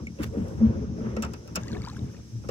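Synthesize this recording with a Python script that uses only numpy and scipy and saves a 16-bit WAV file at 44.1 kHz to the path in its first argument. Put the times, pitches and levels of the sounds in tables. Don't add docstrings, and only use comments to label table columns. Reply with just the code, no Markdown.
import sys
import numpy as np
from scipy import signal
from scipy.fft import rfft, irfft, next_fast_len
from scipy.io import wavfile
from scipy.ndimage import uniform_filter1d, map_coordinates

SR = 44100
rng = np.random.default_rng(int(sys.argv[2]) if len(sys.argv) > 2 else 0)


def level_to_linear(level):
    exponent = np.asarray(level, float) / 20
    return 10 ** exponent


def inscribe(sig):
    pcm = np.round(np.clip(np.atleast_2d(sig).T, -1, 1) * 32767)
    wavfile.write(sys.argv[1], SR, pcm.astype(np.int16))


N = 110250
T = np.arange(N) / SR
LOCK_ALIKE = 0.22


def unit(x):
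    return x / np.sqrt(np.mean(x ** 2) + 1e-20)


def along(points, hz):
    f, v = np.transpose(points)
    return np.interp(np.log(hz + 1), np.log(f + 1), v)


def curve(rows):
    s, db = np.transpose(rows)
    return level_to_linear(np.interp(T, s, db, left=-120, right=-120))


def noise_pair():
    return rng.standard_normal((2, N))


def wobble(rate):
    return map_coordinates(rng.standard_normal(int(N * rate / SR) + 4), [T * rate])


def filtered(x, response):
    m = next_fast_len(x.shape[-1] + SR // 4)
    spectrum = rfft(x, m) * response(np.fft.rfftfreq(m, 1 / SR))
    return irfft(spectrum, m)[..., :x.shape[-1]]


def resonances(peaks, f):
    total = 0
    for k, (c, w, db) in enumerate(peaks):
        total = total + (-1) ** k * level_to_linear(db) * 1j * f * w / (c * c - f * f + 1j * f * w)
    return total


def flat_bands(bands, f):
    return [(db, np.exp(-((f - c) / w) ** 4)) for c, w, db in bands]


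def pair(a, b, alike):
    u = np.arccos(np.clip(alike, -1, 1)) / 2
    return np.array([np.cos(u) * a + np.sin(u) * b, np.cos(u) * a - np.sin(u) * b])


def add(out, s, x):
    part = out[..., round(s * SR):][..., :x.shape[-1]]
    part += x[..., :part.shape[-1]]


# frequency in Hz, level in dB per Hz.
AIR_COLOUR = [(300, -67.5), (800, -3), (4000, -5), (8500, -8), (9500, -15), (16400, -39.5)]
# centre in Hz, width in Hz, level in dB.
INSECT_BANDS = [(5716, 904, 3), (6260, 1700, -23.5), (7640, 300, -47.5), (11200, 1000, -15),
                (14900, 990, -21)]
# time in
# seconds, level in dB.
FAINT_TREBLE = [(0, -2), (.5, 4.5), (.64, -1.5), (.94, -7), (.97, -1.5), (2.5, 1)]


def shore():
    air_db, insect_db, faint_hz, alike = -63, -60.5, 7000, 0.18
    air = unit(filtered(noise_pair(), lambda f: level_to_linear(along(AIR_COLOUR, f))))
    air = air * level_to_linear(air_db + 0.37 * wobble(1.6))

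    def song(f):
        return sum(level_to_linear(db) * shape for db, shape in flat_bands(INSECT_BANDS, f))

    chorus = unit(filtered(noise_pair(), song))
    chorus = chorus * level_to_linear(insect_db + 0.27 * wobble(9.3) + 0.97 * wobble(38.6))
    both = air + chorus
    high = filtered(both, lambda f: f > faint_hz)
    return pair(*(both + high * (curve(FAINT_TREBLE) - 1)), alike)


# time in seconds, level in dB.
WASH_LEVEL = [(0, -45), (.07, -59), (.17, -61), (.2, -34.5), (.31, -53.5), (.38, -39.5), (.55, -48.5),
              (.63, -40), (.82, -44), (.94, -50), (1.05, -39), (1.47, -52.5), (1.66, -49), (1.75, -43.5),
              (1.9, -58.5), (2.05, -48.5), (2.25, -63.5), (2.5, -63)]
# frequency in Hz, level in dB per Hz.
WASH_COLOUR_DB = [(150, -30.5), (330, 2.5), (600, -8), (700, -16), (1500, -18.5), (1700, -23.5),
                  (3500, -35), (9000, -72)]
# centre in Hz, width in Hz, level in dB.
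HULL_PANELS = [(427.2, 5.6, 6.5), (541.6, 20.7, 1.5), (944, 4, 5.5)]


def wash():
    wash_db, alike = 3, 0.43
    z = signal.stft(noise_pair(), nperseg=256)[2]
    patches = uniform_filter1d(rng.standard_normal(z.shape[1:]), 3, 0)
    patches = unit(uniform_filter1d(patches, 10, 1))
    noise = signal.istft(z * level_to_linear(2.5 * patches), nperseg=256)[1][:, :N]

    def colour(f):
        return level_to_linear(along(WASH_COLOUR_DB, f)) * (1 + abs(resonances(HULL_PANELS, f)))

    level = curve(WASH_LEVEL) * level_to_linear(wash_db + 1.5 * wobble(20))
    return pair(*unit(filtered(noise, colour)), alike) * level


def bubbles(s, gain, hz, cycles, rise=.07):
    t = np.arange(SR // 25) / SR
    u = t * (hz / cycles)[:, None]
    phase = 2 * np.pi * hz[:, None] * t * (1 + rise * u / 2)
    wave = gain[:, None] * 7 * u * np.exp(-2.6 * u) * np.sin(phase)
    at = np.round(s * SR).astype(int)[:, None] + np.arange(len(t))
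    return np.bincount(at.ravel(), wave.ravel(), N + SR)[:N]


# start in seconds, peak in dB, pitch in Hz.
DRIPS = [(1.633, -46, 3400), (1.674, -54, 1290), (1.684, -54, 1950), (1.727, -49, 1790), (1.731, -37, 3930),
         (1.749, -38.5, 2070), (1.809, -48, 1200), (1.818, -46, 2100), (1.834, -52, 1570),
         (1.863, -42, 4400), (1.934, -42, 6750), (1.939, -52.5, 1240), (1.947, -54, 2200),
         (1.966, -48, 1500), (1.992, -45, 3610)]
# start in seconds, peak in dB, pitch in Hz.
TICKING_DROPS = [(1.6345, -35.5, 6300), (1.66, -55, 2850), (1.681, -38, 6500), (1.683, -39, 4400),
                 (1.7175, -34.5, 4280), (1.7175, -36, 5950), (1.745, -46, 4100), (1.753, -46, 2460),
                 (1.819, -44, 7200), (1.819, -40, 4500), (1.833, -49, 3340), (1.849, -36.5, 4500),
                 (1.885, -35.5, 5100), (1.887, -38, 6850), (1.899, -37, 4000), (1.97, -55, 5260),
                 (1.972, -45.5, 8360)]
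# start in seconds, peak in dB, starting pitch in Hz.
LARGE_BUBBLES = [(1.842, -44.5, 1014), (1.853, -48, 1130), (1.871, -36.5, 834), (1.874, -54, 1150),
                 (1.887, -46, 900), (1.894, -44, 923)]


def drops():
    out = np.zeros(N)
    for rows, cycles, rise in (DRIPS, 8, .07), (TICKING_DROPS, 6.1, .07), (LARGE_BUBBLES, 10, .3):
        s, db, hz = np.transpose(rows)
        out += bubbles(s, level_to_linear(db), hz, np.full(len(hz), cycles), rise)
    return out


# time in seconds, level in dB.
RUN_OFF = [(1.6, -61), (1.66, -60), (1.75, -53), (1.79, -63), (1.88, -54.5), (1.98, -67.5), (2.2, -68.5)]


def trickle():
    drops_per_s, centre_hz, log_spread, cycles = 1100, 2200, .7, 8
    r, g = rng.random((6000, 2)), rng.standard_normal((6000, 2))
    s = np.cumsum(-np.log(r[:, 0])) / drops_per_s
    keep = (s > RUN_OFF[0][0]) & (s < RUN_OFF[-1][0])
    s, r, g = s[keep], r[keep], g[keep]
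    spread_db = np.minimum(-5 * np.log(r[:, 1]), 17) - 5
    gain = curve(RUN_OFF)[(s * SR).astype(int)] * level_to_linear(spread_db)
    hz = np.clip(centre_hz * np.exp(log_spread * g[:, 0]), 500, 6800)
    return bubbles(s, gain, hz, cycles * np.exp(.5 * g[:, 1]))


# frequency in Hz, level in dB per Hz.
CRACK_COLOUR = [(350, -35), (600, -2), (1370, -9), (4520, -15), (6550, -9), (9240, -13.5), (11000, -18),
                (16000, -21.5)]


def crack_db(f):
    return along(CRACK_COLOUR, f)


def spray():
    spray_db = -5
    flicker = noise_pair() * level_to_linear(2.5 * wobble(160))
    return unit(filtered(flicker, lambda f: level_to_linear(crack_db(f)))) * curve(RUN_OFF) * level_to_linear(spray_db)


def water():
    lead_samples = 8
    single = (drops() + trickle()) * level_to_linear(2.3 * wobble(450))
    left, right = (single + spray()) * level_to_linear([[2.2], [-2.2]])
    return np.array([left, np.roll(right, -lead_samples)])


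# time in seconds, level in dB.
SLIDE_LEVEL = [(.186, -65.5), (.2, -58.5), (.215, -54.5), (.222, -46), (.238, -36), (.25, -49), (.28, -56)]
# frequency in Hz, level in dB per Hz.
SLIDE_COLOUR = [(400, -16), (1600, 3.5), (4000, -6.5), (16000, -16)]


def scrape():
    grit = noise_pair() * level_to_linear(2.5 * wobble(500))
    slide = unit(filtered(grit, lambda f: level_to_linear(along(SLIDE_COLOUR, f))))
    return pair(*slide, LOCK_ALIKE) * curve(SLIDE_LEVEL)


# start in seconds, pitch in Hz, peak in dB, t60 in seconds.
STRUCK_MODES = [(.0695, 2230, -30, 0.046), (0.068, 2860, -48.5, 0.025), (.0685, 4270, -54, .02),
                (.0685, 7130, -42, 0.015), (0.188, 2660, -42.5, 0.022), (0.197, 3200, -47, 0.018),
                (1.168, 1910, -40, 0.14), (.228, 2010, -47, .03), (0.234, 2745, -35, 0.027),
                (0.235, 4440, -43, 0.022), (0.237, 1560, -39, .05), (1.227, 1310, -43, 0.046),
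                (1.227, 5490, -46, .04), (1.225, 2693, -39, 0.068), (1.2315, 7610, -34, 0.028),
                (1.247, 1290, -42, .06), (1.3355, 1360, -40, 0.036), (1.3336, 7630, -44, 0.018),
                (1.558, 1370, -39, 0.048), (1.556, 5360, -30, 0.039), (1.559, 6730, -32, 0.054),
                (1.558, 7590, -32.5, .03), (1.57, 2550, -39, 0.052)]


def rings():
    out, t = np.zeros(N), np.arange(SR // 10) / SR
    onset = 1 - np.exp(-t / 0.00038)
    for s, hz, db, t60_s in STRUCK_MODES:
        add(out, s, level_to_linear(db - 60 * t / t60_s) * np.sin(2 * np.pi * hz * t) * onset)
    return out * (1 + .3 * wobble(600))


# start in seconds, peak in dB, rattle in seconds, dullness in dB per octave.
COLLAR_CLACKS = [(0.0683, -48, .002, -4.5), (0.221, -45.5, .006, -11), (0.2348, -45.5, .003, 1.5),
                 (0.482, -46, .001, -6), (1.1657, -31, .002, 2.5), (1.171, -42.5, .004, 14),
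                 (1.2229, -27, .002, -3), (1.227, -28, .002, 0.5), (1.2316, -27, .004, 6.5),
                 (1.237, -33, .008, 6.5), (1.248, -35, .002, 0), (1.261, -43, .006, 4),
                 (1.335, -34, 0.002, -1), (1.339, -52.5, .003, -3.5), (1.476, -41.5, .001, -2),
                 (1.5515, -35, 0.0035, 1), (1.5562, -20, 0.002, -3.5), (1.5607, -23, .002, -1.5),
                 (1.567, -32, .004, 5), (1.967, -45.5, 0.0024, -2), (2.436, -46, 0.016, 19),
                 (2.487, -31, 0.007, 4.5)]
# centre in Hz, width in Hz, level in dB.
LOCK_MODES = [(1320, 140, 6), (1930, 160, 5), (2650, 200, 5), (3200, 250, 4), (5400, 250, 10),
              (7620, 250, 8)]
# frequency in Hz, t60 in seconds.
CRACK_DECAY = [(800, 0.15), (3000, 0.1), (7000, 0.015), (12000, 0.016)]


def clacks():
    clack_db = -7
    out, t = np.zeros((2, N)), np.arange(SR // 4) / SR
    for s, db, rattle_s, dull_db in COLLAR_CLACKS:
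        hz, tt, z = signal.stft(rng.standard_normal((2, len(t))), SR, nperseg=64)
        fade = level_to_linear(-60 * np.clip(tt - rattle_s, 0, None) / along(CRACK_DECAY, hz)[:, None])
        colour = level_to_linear(crack_db(hz) - dull_db * np.log2(hz / 4000 + 0.3))[:, None]
        crack = signal.istft(z * fade * colour, SR, nperseg=64)[1][:, :len(t)]
        grain_db = 2 * rng.standard_normal(len(t) // 40 + 1)
        crack = crack * level_to_linear(grain_db).repeat(40)[:len(t)]
        tune = rng.normal(1, .012)
        crack = filtered(pair(*crack, LOCK_ALIKE), lambda f: 1 + resonances(LOCK_MODES, f * tune))
        add(out, s, level_to_linear(db + clack_db) * crack / np.std(crack[:, :SR // 200]))
    return out


# centre in Hz, width in Hz, level in dB.
HULL_MODES = [(65.2, 19.4, 2), (83.7, 22.4, 3.5), (119, 14.2, 4.5), (179.8, 28.8, -2.5), (221.8, 16.4, 0.5),
              (306, 92, -11.5)]


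def hull(f):
    return resonances(HULL_MODES, f)


# start in seconds, peak in dB, pitch in Hz.
HULL_BUMPS = [(0.199, -18.5, 292), (0.199, -30.5, 524), (.212, -23.5, 270), (.368, -18.5, 231),
              (0.379, -19, 273), (0.404, -20.5, 227), (0.414, -26.5, 232), (0.613, -24.5, 508),
              (0.342, -35, 560), (.985, -33.5, 610), (.995, -23.5, 210), (1.013, -18, 210),
              (1.07, -28, 116), (1.169, -20.5, 525), (1.516, -32, 206), (1.572, -23.5, 489),
              (1.578, -20.5, 186), (1.708, -25.5, 210), (2.443, -35.5, 492), (2.491, -17.5, 484)]


def bumps():
    cycles = 1.45
    out, push, t = np.zeros(N), np.zeros(N), np.arange(SR // 10) / SR
    for s, db, hz in HULL_BUMPS:
        u = t * hz / cycles
        add(out, s, level_to_linear(db) * np.e * u * np.exp(-u * 1.434) * np.sin(2 * np.pi * hz * t))
        add(push, s, level_to_linear(db + 37.0) * np.hanning(round(SR / hz / 4)) / round(SR / hz / 8))
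    return out + filtered(push, hull)


# start and length in seconds, pitch in Hz, peak in dB.
STICK_SLIPS = [(0.6024, 0.066, 221, -9), (0.678, 0.043, 221, -20), (0.8, 0.046, 250, -30),
               (.766, 0.031, 213, -23.5), (.8, 0.047, 428, -33.5), (.865, .04, 192.7, -28),
               (0.67, 0.044, 119, -24.5), (.655, .045, 80, -20.5), (0.8, 0.032, 70, -30.5),
               (0.75, 0.057, 76, -27), (1.125, 0.045, 70, -26.5), (1.04, 0.042, 221, -22.5),
               (1.164, 0.059, 221, -24.5), (1.6, 0.07, 116.3, -33), (2.0, 0.058, 117.9, -25),
               (2.313, 0.085, 116.7, -26.5), (.325, 0.036, 550, -38), (0.32, 0.067, 460, -35.5),
               (.37, 0.051, 194.9, -22)]


def groans():
    rise_part, sag_db, stop_s = .5, 4, .005
    out = np.zeros(N)
    for s, length_s, hz, db in STICK_SLIPS:
        t = np.arange(round((length_s + .03) * SR)) / SR
        rise = np.clip(t / (rise_part * length_s), 0, 1)
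        after = np.clip(t / length_s - rise_part, 0, None)
        sag = level_to_linear(-sag_db * after / (1 - rise_part))
        stop = np.exp(-np.clip(t - length_s, 0, None) / stop_s)
        add(out, s, level_to_linear(db) * rise * sag * stop * np.sin(2 * np.pi * hz * t))
    return out


# time in seconds, level in dB.
OAR_LOAD = [(0, -33), (.08, -42), (.16, -46.5), (.21, -34.5), (.33, -41.5), (.4, -32.5), (.49, -37),
            (.59, -30), (.7, -31.5), (.92, -36.5), (1.1, -36.5), (1.25, -36.5), (1.42, -44), (1.75, -34.5),
            (1.91, -43), (2.04, -32.5), (2.24, -45), (2.5, -36)]


def rubbing():
    slips_per_s, rub_noise, rub_db, soft_hz, alike = 350, .6, 3, 900, 0.88
    slips = (rng.random((2, N)) < slips_per_s / SR) * noise_pair()
    force = (unit(slips) + rub_noise * noise_pair()) * level_to_linear(1.95 * wobble(13.73))

    def soft_hull(f):
        return hull(f) / (1 + 1j * f / soft_hz) ** 2

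    scale = np.std(filtered(force, soft_hull))
    shaken = filtered(force * curve(OAR_LOAD), soft_hull)
    return pair(*shaken, alike) * level_to_linear(rub_db) / scale


def scene():
    background = shore() + wash() + water()
    lock = scrape() + rings() + clacks()
    boat = (bumps() + groans() + rubbing()) * level_to_linear([[1], [-1]])
    return background + lock + boat


def low_pass(x):
    return signal.sosfilt(signal.butter(12, 16650, fs=SR, output="sos"), x)


# centre in Hz, width in Hz, level in dB.
TREBLE_DIPS = [(9480, 370, -11), (13600, 390, -23)]


def record(dry):
    treble_hz, treble_share, right_lag_s, top_hz = 8800, .7, .000272, 15900

    def shared(f):
        return np.sqrt(treble_share) / (1 + (treble_hz / (f + 1)) ** 30)

    def port(f):
        lag = np.exp(-2j * np.pi * f * right_lag_s * np.array([[0], [1]]))
        dips = level_to_linear(sum(db * shape for db, shape in flat_bands(TREBLE_DIPS, f)))
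        return lag * dips * (f < top_hz) * f / (f + 30)

    own = filtered(dry, lambda f: (1 - shared(f)) * port(f))
    both = filtered(dry.sum(0) * np.sqrt([[.5], [.5]]), lambda f: shared(f) * port(f))
    return low_pass(own + both)


dry = scene()
out = record(dry)
inscribe(out)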